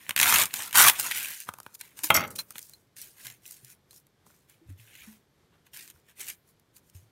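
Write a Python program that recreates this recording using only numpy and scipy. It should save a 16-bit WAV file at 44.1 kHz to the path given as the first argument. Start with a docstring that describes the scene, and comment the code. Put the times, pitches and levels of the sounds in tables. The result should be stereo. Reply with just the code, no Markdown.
"""A serrated knife saws through brittle craft foam on a table, close to the microphone in a quiet room:
bursts of noise for breaking cells crackle and sound the cut faces and the whole block, over a shaking table.
Room tone runs throughout and dips briefly after one second. Small hard taps ring, first near 1.8 s.
Just after 2 s the knife drops and rattles to rest: ringing modes of handle and blade, with noise scrapes.
Then hands sweep crumbs, slide pieces and bump the table: more foam noise, and decaying low sines."""
import sys
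import numpy as np
from scipy import signal
from scipy.fft import rfft, irfft, next_fast_len
from scipy.io import wavfile
from scipy.ndimage import uniform_filter1d, map_coordinates

SR = 44100
rng = np.random.default_rng(int(sys.argv[2]) if len(sys.argv) > 2 else 0)


def output_pcm(signal):
    """Save a mono or channel-first signal as 16-bit PCM at the path in sys.argv[1].

    Samples are clipped to [-1, 1] before scaling.
    """
    pcm = np.clip(np.atleast_2d(signal).T, -1, 1) * 32767
    wavfile.write(sys.argv[1], SR, np.round(pcm).astype(np.int16))


N = 313551  # samples

# the dropped knife's main contacts, relative levels:
# (time [s], handle level [dB], blade level [dB], scrape level [dB])
DROP_CONTACTS = [(2.036, -53.5, -44, -36.5), (2.103, -11.5, -39, -24.5), (2.111, -27, -48.5, -41),
                 (2.142, -35, -21, -26), (2.147, -29, -16.5, -28.5), (2.151, -20.5, -38, -31),
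                 (2.173, -23.5, -54.5, -49.5)]
# spectrum of the shaken table top: (frequency [Hz], density [dB per Hz])
TABLE_SPECTRUM = [(18, -51.5), (30, -17), (53, -18.5), (86, 3.5), (130, -2), (189, -1), (444, -7),
                  (600, -5.5), (780, -30), (1320, -120)]


def amp(db):
    """Gain of a level in dB."""
    return 10 ** (np.asarray(db) / 20)


def unit(x):
    """Scaled to rms 1."""
    return x / np.sqrt(np.mean(x ** 2) + 1e-20)


def along(points, hz):
    """Values at hz, read from (Hz, value) points on a log frequency axis."""
    f, values = np.transpose(points)
    return np.interp(np.log(hz + 1), np.log(f + 1), values)


def curves(rows):
    """One value per sample for each column after the time."""
    times, *columns = np.transpose(rows)
    return [np.interp(np.arange(N) / SR, times, column) for column in columns]


def wobble(rate):
    """A smooth random curve, rate knots a second."""
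    knots = rng.standard_normal(int(N * rate / SR) + 4)
    return map_coordinates(knots, [np.arange(N) * rate / SR])


def colour(x, spectrum):
    """Causal minimum-phase filter of unit energy with the given spectrum."""
    size = 4096
    level_db = np.maximum(along(spectrum, np.fft.rfftfreq(size, 1 / SR)), -70)
    cepstrum = irfft(np.log(amp(level_db)))
    # folding the cepstrum forward puts the energy as early as possible
    cepstrum[1:size // 2] *= 2
    cepstrum[size // 2 + 1:] = 0
    kernel = irfft(np.exp(rfft(cepstrum)))
    return signal.fftconvolve(x, kernel / np.linalg.norm(kernel))[:len(x)]


def grit(rate, spread_db, t60, smooth):
    """Noise in bursts: each of rate cells a second breaks sharply and dies fast, over a smooth hiss."""
    draw = rng.random((2, N))
    strength = amp(-spread_db * np.log(draw[1] + 1e-4))
    cells = (draw[0] < rate / SR) * strength
    bursts = signal.lfilter([1], [1, -amp(-60 / (t60 * SR))], cells)
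    return unit((unit(bursts) + smooth) * rng.standard_normal(N))


def ring(modes, t, scatter_db):
    """Sum of decaying sines: the modes of a struck body, each at a new random strength."""
    total = np.zeros(len(t))
    for hz, db, t60 in modes:
        level_db = db + scatter_db * rng.standard_normal()
        total += amp(level_db - 60 * t / t60) * np.sin(2 * np.pi * hz * t)
    return total


def patchy(x, depth_db):
    """Random gain over patches of time and frequency, so the texture keeps changing."""
    z = signal.stft(x, nperseg=512)[2]
    field = rng.standard_normal(z.shape)
    field = uniform_filter1d(field, size=3, axis=0)  # across frequency
    field = uniform_filter1d(field, size=8, axis=1)  # across time
    gain = amp(depth_db * unit(field))
    return signal.istft(z * unit(gain), nperseg=512)[1][:len(x)]


def room(x):
    """The walls' answer: a noise tail in which each frequency dies at its own speed."""
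    # decay of the room: (frequency [Hz], t60 [s])
    wall_decay = [(150, 0.37), (1500, 0.32), (5000, 0.063), (14000, 0.31)]
    hz, t, z = signal.stft(rng.standard_normal(SR // 2), SR, nperseg=256)
    decay = amp(-60 * t / along(wall_decay, hz)[:, None])
    tail = signal.istft(z * decay, SR, nperseg=256)[1]
    delayed = np.pad(x, (200, 0))  # samples before the answer
    return signal.fftconvolve(delayed, tail / np.linalg.norm(tail))[:N]


def room_tone():
    """The quiet room: coloured noise at a gently wavering level that dips briefly."""
    # spectrum of the room tone: (frequency [Hz], density [dB per Hz])
    air_spectrum = [(15, -41), (25, -6.5), (139, -2), (244, -11), (396, -10), (532, -15.5), (817, -19),
                    (2390, -23.5), (2590, -28), (3210, -24.5), (10400, -35), (12900, -32), (15200, -44.5)]
    # brief dip of the room tone: (time [s], level [dB])
    dip = [(0, 0), (1.0, 0), (1.12, -6), (1.3, -6), (1.37, -20), (1.42, -16), (1.47, 0)]
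    level_db = -66.8 + curves(dip)[0] + 1.1 * wobble(12.0)
    return amp(level_db) * colour(rng.standard_normal(N), air_spectrum)


def contact_db():
    """Levels of crackle, cut faces and block: each movement against the foam rises, holds and falls."""
    # movements of blade, hand or piece against the foam, relative levels: (start [s], rise [s], hold [s],
    # fall [s], crackle level as the hold starts [dB], crackle level as it ends [dB],
    # cut faces over crackle [dB], whole block over crackle [dB])
    rubs = [(0, 0.00058, 0.1, .02, -58, -53, 2.5, -11.5), (.088, 0.0038, .001, 0.054, -38, -36.5, 1, -3),
            (0.157, 0.0082, 0.074, 0.049, -31, -22.5, 3.5, -9),
            (0.198, 0.065, 0.16, 0.058, -22, -19.5, 1, -7.5),
            (.46, 0.022, 0.053, .02, -55, -50.5, 3.5, -13), (0.529, 0.011, .001, .04, -25.5, -36, 1, -11),
            (.535, 0.01, 0.064, 0.22, -38, -34, -1.5, -11),
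            (0.721, 0.0052, 0.026, 0.023, -55, -20.5, 5.5, -12),
            (0.738, 0.015, 0.031, 0.026, -20, -14.5, -3, -6.5),
            (.765, 0.028, 0.099, .04, -15, -15.5, -1.5, -7.5), (.92, 0.016, 0.046, .02, -39.5, -39, 3, -12),
            (.97, 0.027, .001, 0.057, -23.5, -23.5, -2.5, -13),
            (1.0, .03, 0.037, 0.087, -34.5, -29.5, -3, -9), (1.09, 0.019, .001, 0.11, -27, -32.5, 3.5, -24),
            (1.109, 0.044, 0.11, 0.16, -32.5, -37, 2.5, -18),
            (1.26, 0.028, 0.15, 0.089, -37, -48.5, -3, -27),
            (1.458, .034, 0.00089, 0.027, -37.5, -49, 2.5, -0.5),
            (1.499, 0.0072, 0.25, 0.041, -64, -65.5, -4, -6.5),
            (1.73, 0.022, .001, .016, -41.5, -48, -17, -27.5),
            (1.77, 0.032, 0.00091, 0.011, -51, -48, -19.5, -22),
            (1.795, 0.018, 0.0011, 0.017, -41.5, -45, 5, -14.5),
            (1.81, 0.02, 0.13, 0.034, -54.5, -69, 1, -12.5), (1.941, 0.042, .044, .02, -45, -52.5, -4, -13),
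            (2.028, 0.011, .022, 0.13, -21, -35.5, -6.5, -19),
            (2.262, 0.013, 0.0055, .02, -48.5, -48.5, -13.5, 0.5),
            (2.297, .01, .012, 0.049, -44, -48.5, -17, -9.5),
            (2.35, 0.0093, 0.0069, .03, -32, -41, -14, -27),
            (2.38, 0.0072, 0.015, 0.035, -27, -36, -4, -14.5),
            (2.44, 0.081, 0.00089, .012, -50, -49.5, -7, -20.5),
            (2.52, 0.05, 0.00095, 0.067, -45, -47, -1.5, -12.5),
            (2.56, 0.05, 0.12, 0.18, -50, -59, -13, -26.5),
            (2.955, .011, 0.06, 0.17, -48, -44.5, -6.5, -25.5),
            (3.1, 0.1, .001, 0.063, -51.5, -48.5, -1, -12.5),
            (3.2, 0.055, 0.059, 0.11, -41.5, -52, -2, -15.5), (3.4, 0.056, 0.08, 0.18, -49.5, -50, -8, -28),
            (3.6, 0.032, 0.093, 0.045, -60.5, -53, -5.5, -27),
            (3.875, 0.038, 0.063, 0.056, -59.5, -52.5, -14, -29.5),
            (4.244, 0.019, .2, 0.053, -61, -77, -5, -11), (4.468, 0.028, .001, 0.14, -58.5, -60, 2, -13),
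            (4.64, 0.063, 0.0012, 0.093, -62, -62, -0.5, -14),
            (4.75, 0.038, .08, .05, -59.5, -63, 0.5, -15),
            (4.85, 0.031, 0.14, 0.13, -60, -55.5, 4.5, -17.5),
            (5.0, 0.037, 0.12, 0.09, -56, -61.5, -0.5, -10), (5.5, 0.045, .001, .06, -77, -79.5, 17, 14),
            (5.638, 0.029, 0.00095, 0.033, -62.5, -60.5, 7, -10.5),
            (5.716, 0.026, 0.17, 0.023, -45.5, -55.5, -2, -21),
            (5.9, 0.047, .06, 0.058, -66, -72.5, -3.5, -6),
            (6.035, 0.068, 0.0011, 0.076, -58, -61.5, 3.5, -9),
            (6.154, 0.049, 0.075, .03, -39.5, -48, -3.5, -17),
            (6.26, 0.029, .001, 0.066, -34, -34, -1.5, -21),
            (6.4, 0.098, .001, 0.059, -62.5, -64.5, -10.5, -16.5),
            (6.73, 0.038, 0.00092, 0.042, -51.5, -51, -9, -20), (6.799, 0.1, .001, .02, -60, -59, -20, -22),
            (6.916, 0.036, .001, 0.15, -58, -56.5, -5, -27.5)]
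    ramp_db = 30  # how far a rise climbs and a fall drops
    t, power = np.arange(N) / SR, np.full((3, N), 1e-12)
    for start, rise, hold, fall, first_db, last_db, faces_db, block_db in rubs:
        knots = np.cumsum([start, rise, hold, fall])
        a, b = int(start * SR), int(knots[-1] * SR)
        crackle_db = np.interp(t[a:b], knots, [first_db - ramp_db, first_db, last_db, last_db - ramp_db])
        power[:, a:b] += amp(crackle_db + np.array([[0], [faces_db], [block_db]])) ** 2
    return 10 * np.log10(power)


def foam(contact):
    """Breaking cells crackle in the air and sound the cut faces and block; single snaps stand out."""
    # breaking cells and pieces ticking on the table, relative levels:
    # (time [s], crackle level [dB], cut-face level [dB], whole-block level [dB])
    snap_list = [(.0655, -49.5, -40, -49), (0.0931, -11, -20, -26), (0.1081, -18, -22, -26),
                 (0.1631, -9, -16, -24.5), (0.177, -11, -14, -31), (0.1903, -9, -19, -35),
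                 (0.1995, -4.5, -11, -20.5), (0.2136, -2, -15, -21), (0.2296, -5, -9.5, -19.5),
                 (0.2575, -10, -12, -31), (.2705, -17, -13, -37), (0.3242, -11, -15, -11),
                 (0.3424, -6, -17, -16), (.3587, -3.5, -11.5, -36), (.385, -4, -18, -36),
                 (0.4179, -26, -33, -28), (0.4356, -9, -33, -36), (0.4559, -11.5, -26, -34),
                 (0.5084, -41, -33, -55), (0.54, -11, -24.5, -38), (0.7093, -28.5, -34, -52),
                 (0.7285, -18, -26, -42), (0.7554, -6, -38, -32), (.8828, 3.5, -1, -34),
                 (0.8975, 2.5, -7, -15), (0.9537, -32, -39, -45), (0.9975, -8.5, -43, -35),
                 (1.0626, -22, -36, -30), (1.112, -12.5, -16, -37), (1.1189, -22.5, -19.5, -47),
                 (1.27, -29, -39, -47), (1.3038, -31.5, -56, -34), (1.4028, -22, -37, -60),
                 (1.4888, -28, -29.5, -21), (1.5379, -28.5, -43, -33), (1.5856, -33, -51, -37.5),
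                 (1.6016, -28, -48, -39), (1.6313, -36, -64, -73), (1.6638, -37, -38, -31),
                 (1.7518, -31, -48.5, -65.5), (1.8115, -20.5, -32.5, -54.5), (1.9904, -24.5, -38, -45),
                 (2.0355, -17, -35, -59), (2.389, -23, -31, -31.5), (2.5066, -27, -44, -32.5),
                 (2.556, -36, -33, -30), (2.582, -21, -31, -49), (2.5911, -24, -41, -71),
                 (2.6277, -29, -71.5, -73), (2.6956, -33.5, -63, -66), (2.7357, -36.5, -52.5, -74),
                 (2.966, -35, -37, -50), (3.0161, -23.5, -49, -62), (3.2681, -25, -32, -51),
                 (3.3007, -29.5, -41.5, -60.5), (3.4553, -41, -41, -65.5), (3.5099, -27.5, -56, -56),
                 (3.5206, -33, -58.5, -71), (3.6475, -32.5, -57.5, -72), (3.9093, -37.5, -52.5, -68.5),
                 (3.93, -41.5, -54, -58), (4.0682, -46.5, -67.5, -73.5), (4.2654, -45, -69.5, -46),
                 (4.3015, -49, -69.5, -45.5), (4.4975, -39.5, -59, -69), (4.798, -52, -50, -68),
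                 (4.941, -45, -46, -74), (4.9528, -36.5, -42.5, -66), (5.0198, -47.5, -41, -61),
                 (5.5544, -64.5, -71, -55.5), (5.6664, -47.5, -52.5, -61.5), (5.7337, -43, -46, -54),
                 (5.7717, -27, -49.5, -56), (5.877, -35, -56, -66.5), (5.901, -32.5, -49.5, -63),
                 (6.206, -27.5, -46, -48), (6.2835, -22.5, -35, -54.5), (6.296, -28, -44, -58),
                 (6.299, -30, -45, -50.5), (6.5974, -49, -73, -72.5), (6.765, -37.5, -59, -67),
                 (6.8985, -44, -59.5, -71)]
    # spectrum of the crackle in the air: (frequency [Hz], density [dB per Hz])
    crackle_spectrum = [(2350, -35), (4000, -8), (7230, -2), (7840, -4.5), (9380, -0.5), (10400, -4.5),
                        (11800, -1.5), (14900, -5), (16000, -8)]
    # spectrum of the cut faces: (frequency [Hz], density [dB per Hz])
    face_spectrum = [(940, -25.5), (1600, -2), (2580, 0), (3440, -5.5), (3830, -8), (4500, -13),
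                     (5850, -49.5), (9900, -120)]
    # spectrum of the whole block: (frequency [Hz], density [dB per Hz])
    block_spectrum = [(320, -42.5), (550, -22), (640, -12.5), (983, -2.5), (1440, -2), (1600, -8),
                      (2080, -22.5), (3520, -120)]
    snap_t60, stick_db, stick_s = .013, 5.5, 0.0074  # snap decay [s]; hush before it: depth and time constant
    levels_db = contact.copy()
    snaps, t = np.zeros((3, N + SR)), np.arange(SR // 8) / SR
    for s, crackle_db, faces_db, block_db in snap_list:
        at = round(s * SR)
        burst = amp(-60 * t / snap_t60) * rng.standard_normal(len(t))
        burst[0] = 2.5  # the break itself is a single sharp push
        snaps[:, at:at + len(t)] += amp([[crackle_db - 8], [faces_db - 3.0], [block_db - 4.5]]) * burst
        # the contact sticks, then lets go: time runs backwards from the snap
        before = levels_db[:, :at][:, ::-1][:, :len(t)]
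        before -= stick_db * np.exp(-t[:at] / stick_s)
    uneven = amp(0.33 * wobble(40))  # the pressure of the hand is never steady
    cells = grit(rate=420, spread_db=2.8, t60=.007, smooth=1.4)
    inner = grit(rate=200, spread_db=2.0, t60=.018, smooth=1.5)
    parts = amp(levels_db) * uneven * [cells, 0.35 * cells + 0.44 * inner, inner]
    parts = [patchy(x, depth_db=3.0) for x in parts] + snaps[:, :N]
    spectra = (crackle_spectrum, face_spectrum, block_spectrum)
    body = sum(colour(x, spectrum) for x, spectrum in zip(parts, spectra))
    return body + amp(-11) * colour(snaps[2, :N], TABLE_SPECTRUM)  # snaps pass into the table


def table(block_db):
    """The top shudders as noise under the work and the dropped knife, and booms as sines when bumped."""
    # dull bumps, relative levels: (time [s], level [dB], frequency [Hz], t60 [s])
    bumps = [(2.038, -36.5, 310, 0.11), (2.1, -34, 97.7, .4), (2.101, -29, 152, 0.17),
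             (2.146, -35, 254, 0.14), (3.251, -48, 123, 0.35), (3.63, -46.5, 127, 0.19),
             (4.614, -51, 328, 0.16), (4.66, -47, 91.3, 0.28), (4.687, -33, 92.8, 0.21),
             (4.708, -37.5, 90, 0.17), (4.728, -43.5, 94, 0.17), (4.791, -46, 111, 0.29),
             (4.7, -41, 279.6, 0.059), (5.0, -57.5, 69.3, 0.49), (5.073, -41, 216.4, 0.25),
             (5.941, -49.5, 75, 0.14), (6.192, -52, 394, 0.13), (6.949, -35.5, 91, 0.18),
             (7.025, -48, 110, 0.14)]
    out, t = np.zeros(N + SR), np.arange(SR // 2) / SR
    rise = 1 - np.exp(-t / .004)
    for s, db, hz, t60 in bumps:
        out[round(s * SR):][:len(t)] += amp(db - 60 * t / t60) * np.sin(2 * np.pi * hz * t) * rise
    # the shake follows the level of the whole block, less steeply
    shake = uniform_filter1d(amp(-26 + 0.67 * block_db), size=SR // 40)
    shudder_db, shudder_t60 = -25, 0.52  # after a blow: level over the handle [dB], decay [s]
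    for s, handle_db, *_ in DROP_CONTACTS:
        shake[round(s * SR):][:len(t)] += amp(handle_db + shudder_db - 60 * t / shudder_t60)
    return out[:N] + shake * colour(rng.standard_normal(N), TABLE_SPECTRUM)


def clinks():
    """Something small and hard is tapped: each tap rings a few short high modes."""
    # taps, relative levels: (time [s], level [dB])
    taps = [(1.8103, -38.5), (2.3874, -25), (2.3964, -33), (2.7343, -45), (3.9083, -46)]
    # modes of the small hard thing: (frequency [Hz], level [dB], t60 [s])
    tap_modes = [(4116, -2, 0.046), (4300, -9, .04), (4560, -17, .06)]
    out, t = np.zeros(N), np.arange(SR // 5) / SR
    rise = 1 - np.exp(-t / 0.00084)
    for s, db in taps:
        out[round(s * SR):][:len(t)] += amp(db) * ring(tap_modes, t, scatter_db=3.5) * rise
    return amp(3.5 * wobble(250)) * out  # it chatters as it rings


def knife():
    """Each contact knocks handle and table, rings the blade and scrapes; the knocks linger in the room."""
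    # modes of the blade: (frequency [Hz], level [dB], t60 [s])
    blade_modes = [(4587, -16, .2), (5000, -26, .1), (5453, -11, .16), (5819, -11, .19), (6368, -16, .16),
                   (6842, -10, .1), (7300, -22, .08), (7865, -7, .08), (8958, -18, .16), (9500, -24, .08),
                   (10240, -18, .15), (10700, -24, .1), (11160, -21, .14), (11730, 0, .11),
                   (11990, -3, .13), (12600, -22, .07), (13320, -9, .07), (13660, -15, .15),
                   (14460, -12, .09), (15300, -16, .06)]
    # modes of the handle: (frequency [Hz], level [dB], t60 [s])
    handle_modes = [(509, -11, 0.015), (671.3, -6, 0.059), (826, -1.5, 0.054), (984, -13, 0.012),
                    (1274, -3, 0.042), (1210, 0, 0.025), (1563, -11, 0.012), (1781, -1, 0.016),
                    (2116, 6.5, 0.038), (2160, -9, 0.014), (2636, -6, .03), (3040, -16.5, 0.01),
                    (3220, -9, 0.16), (3600, -20, .02)]
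    # spectrum of the table knocked by the handle: (frequency [Hz], density [dB per Hz])
    knock_spectrum = [(260, -53), (450, -25), (560, -3.5), (1020, -10), (1290, 3), (1620, -11),
                      (2070, -3.5), (4000, -17.5), (5200, -48.5), (8800, -120)]
    contacts = list(DROP_CONTACTS)
    for k in range(9):  # the rattle: evenly spaced touches that grow weaker
        s = 2.16 + k * 0.011
        db = -28.5 - 0.88 * k + rng.normal(0, 0.86)
        contacts.append((s, db, db - 21.5, db - 15.5))
    knocks, thud, steel = np.zeros(N), np.zeros(N), np.zeros(N)
    t = np.arange(SR // 3) / SR
    rise = 1 - np.exp(-t / 0.00057)
    for s, handle_db, blade_db, scrape_db in contacts:
        at = round(s * SR)
        bright_noise = np.diff(rng.standard_normal(len(t) + 1))
        scrape = amp(scrape_db - 60 * t / .05) * bright_noise
        blade = amp(blade_db) * ring(blade_modes, t, scatter_db=1.5)
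        knocks[at:][:len(t)] += rise * amp(handle_db - 4.5) * ring(handle_modes, t, scatter_db=1.5)
        thud[at:][:len(t)] += amp(handle_db + 3.5 - 60 * t / 0.036) * rng.standard_normal(len(t))
        steel[at:][:len(t)] += rise * (blade + scrape)
    knocks += colour(thud, knock_spectrum)
    chatter = amp(3.5 * wobble(220))  # the blade touches down as it rings
    return knocks + patchy(chatter * steel, depth_db=3.5) + amp(-11.5) * room(knocks)


def scene():
    """Near sounds, their room and the room tone, the same in both channels."""
    contact = contact_db()
    soft = foam(contact)
    mono = room_tone() + soft + amp(-19.0) * room(soft) + table(contact[2]) + clinks() + knife()
    return np.array([mono, mono])


def record(dry):
    """The loudest peaks are rounded off, the deepest bass is weak and the top of the band is cut."""
    rounded = dry / (1 + np.abs(dry / .68) ** 4) ** (1 / 4)
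    size = next_fast_len(N + SR // 2)
    hz, bass_hz = np.fft.rfftfreq(size, 1 / SR), 55
    edge = np.sin(np.pi / 2 * np.clip((16100 - hz) / 600, 0, 1)) ** 2  # fades out from 15500 to 16100 Hz
    response = (1j * hz / (bass_hz + 1j * hz)) ** 2 * edge
    return irfft(rfft(rounded, size) * response, size)[:, :N]


dry = scene()
out = record(dry)
output_pcm(out)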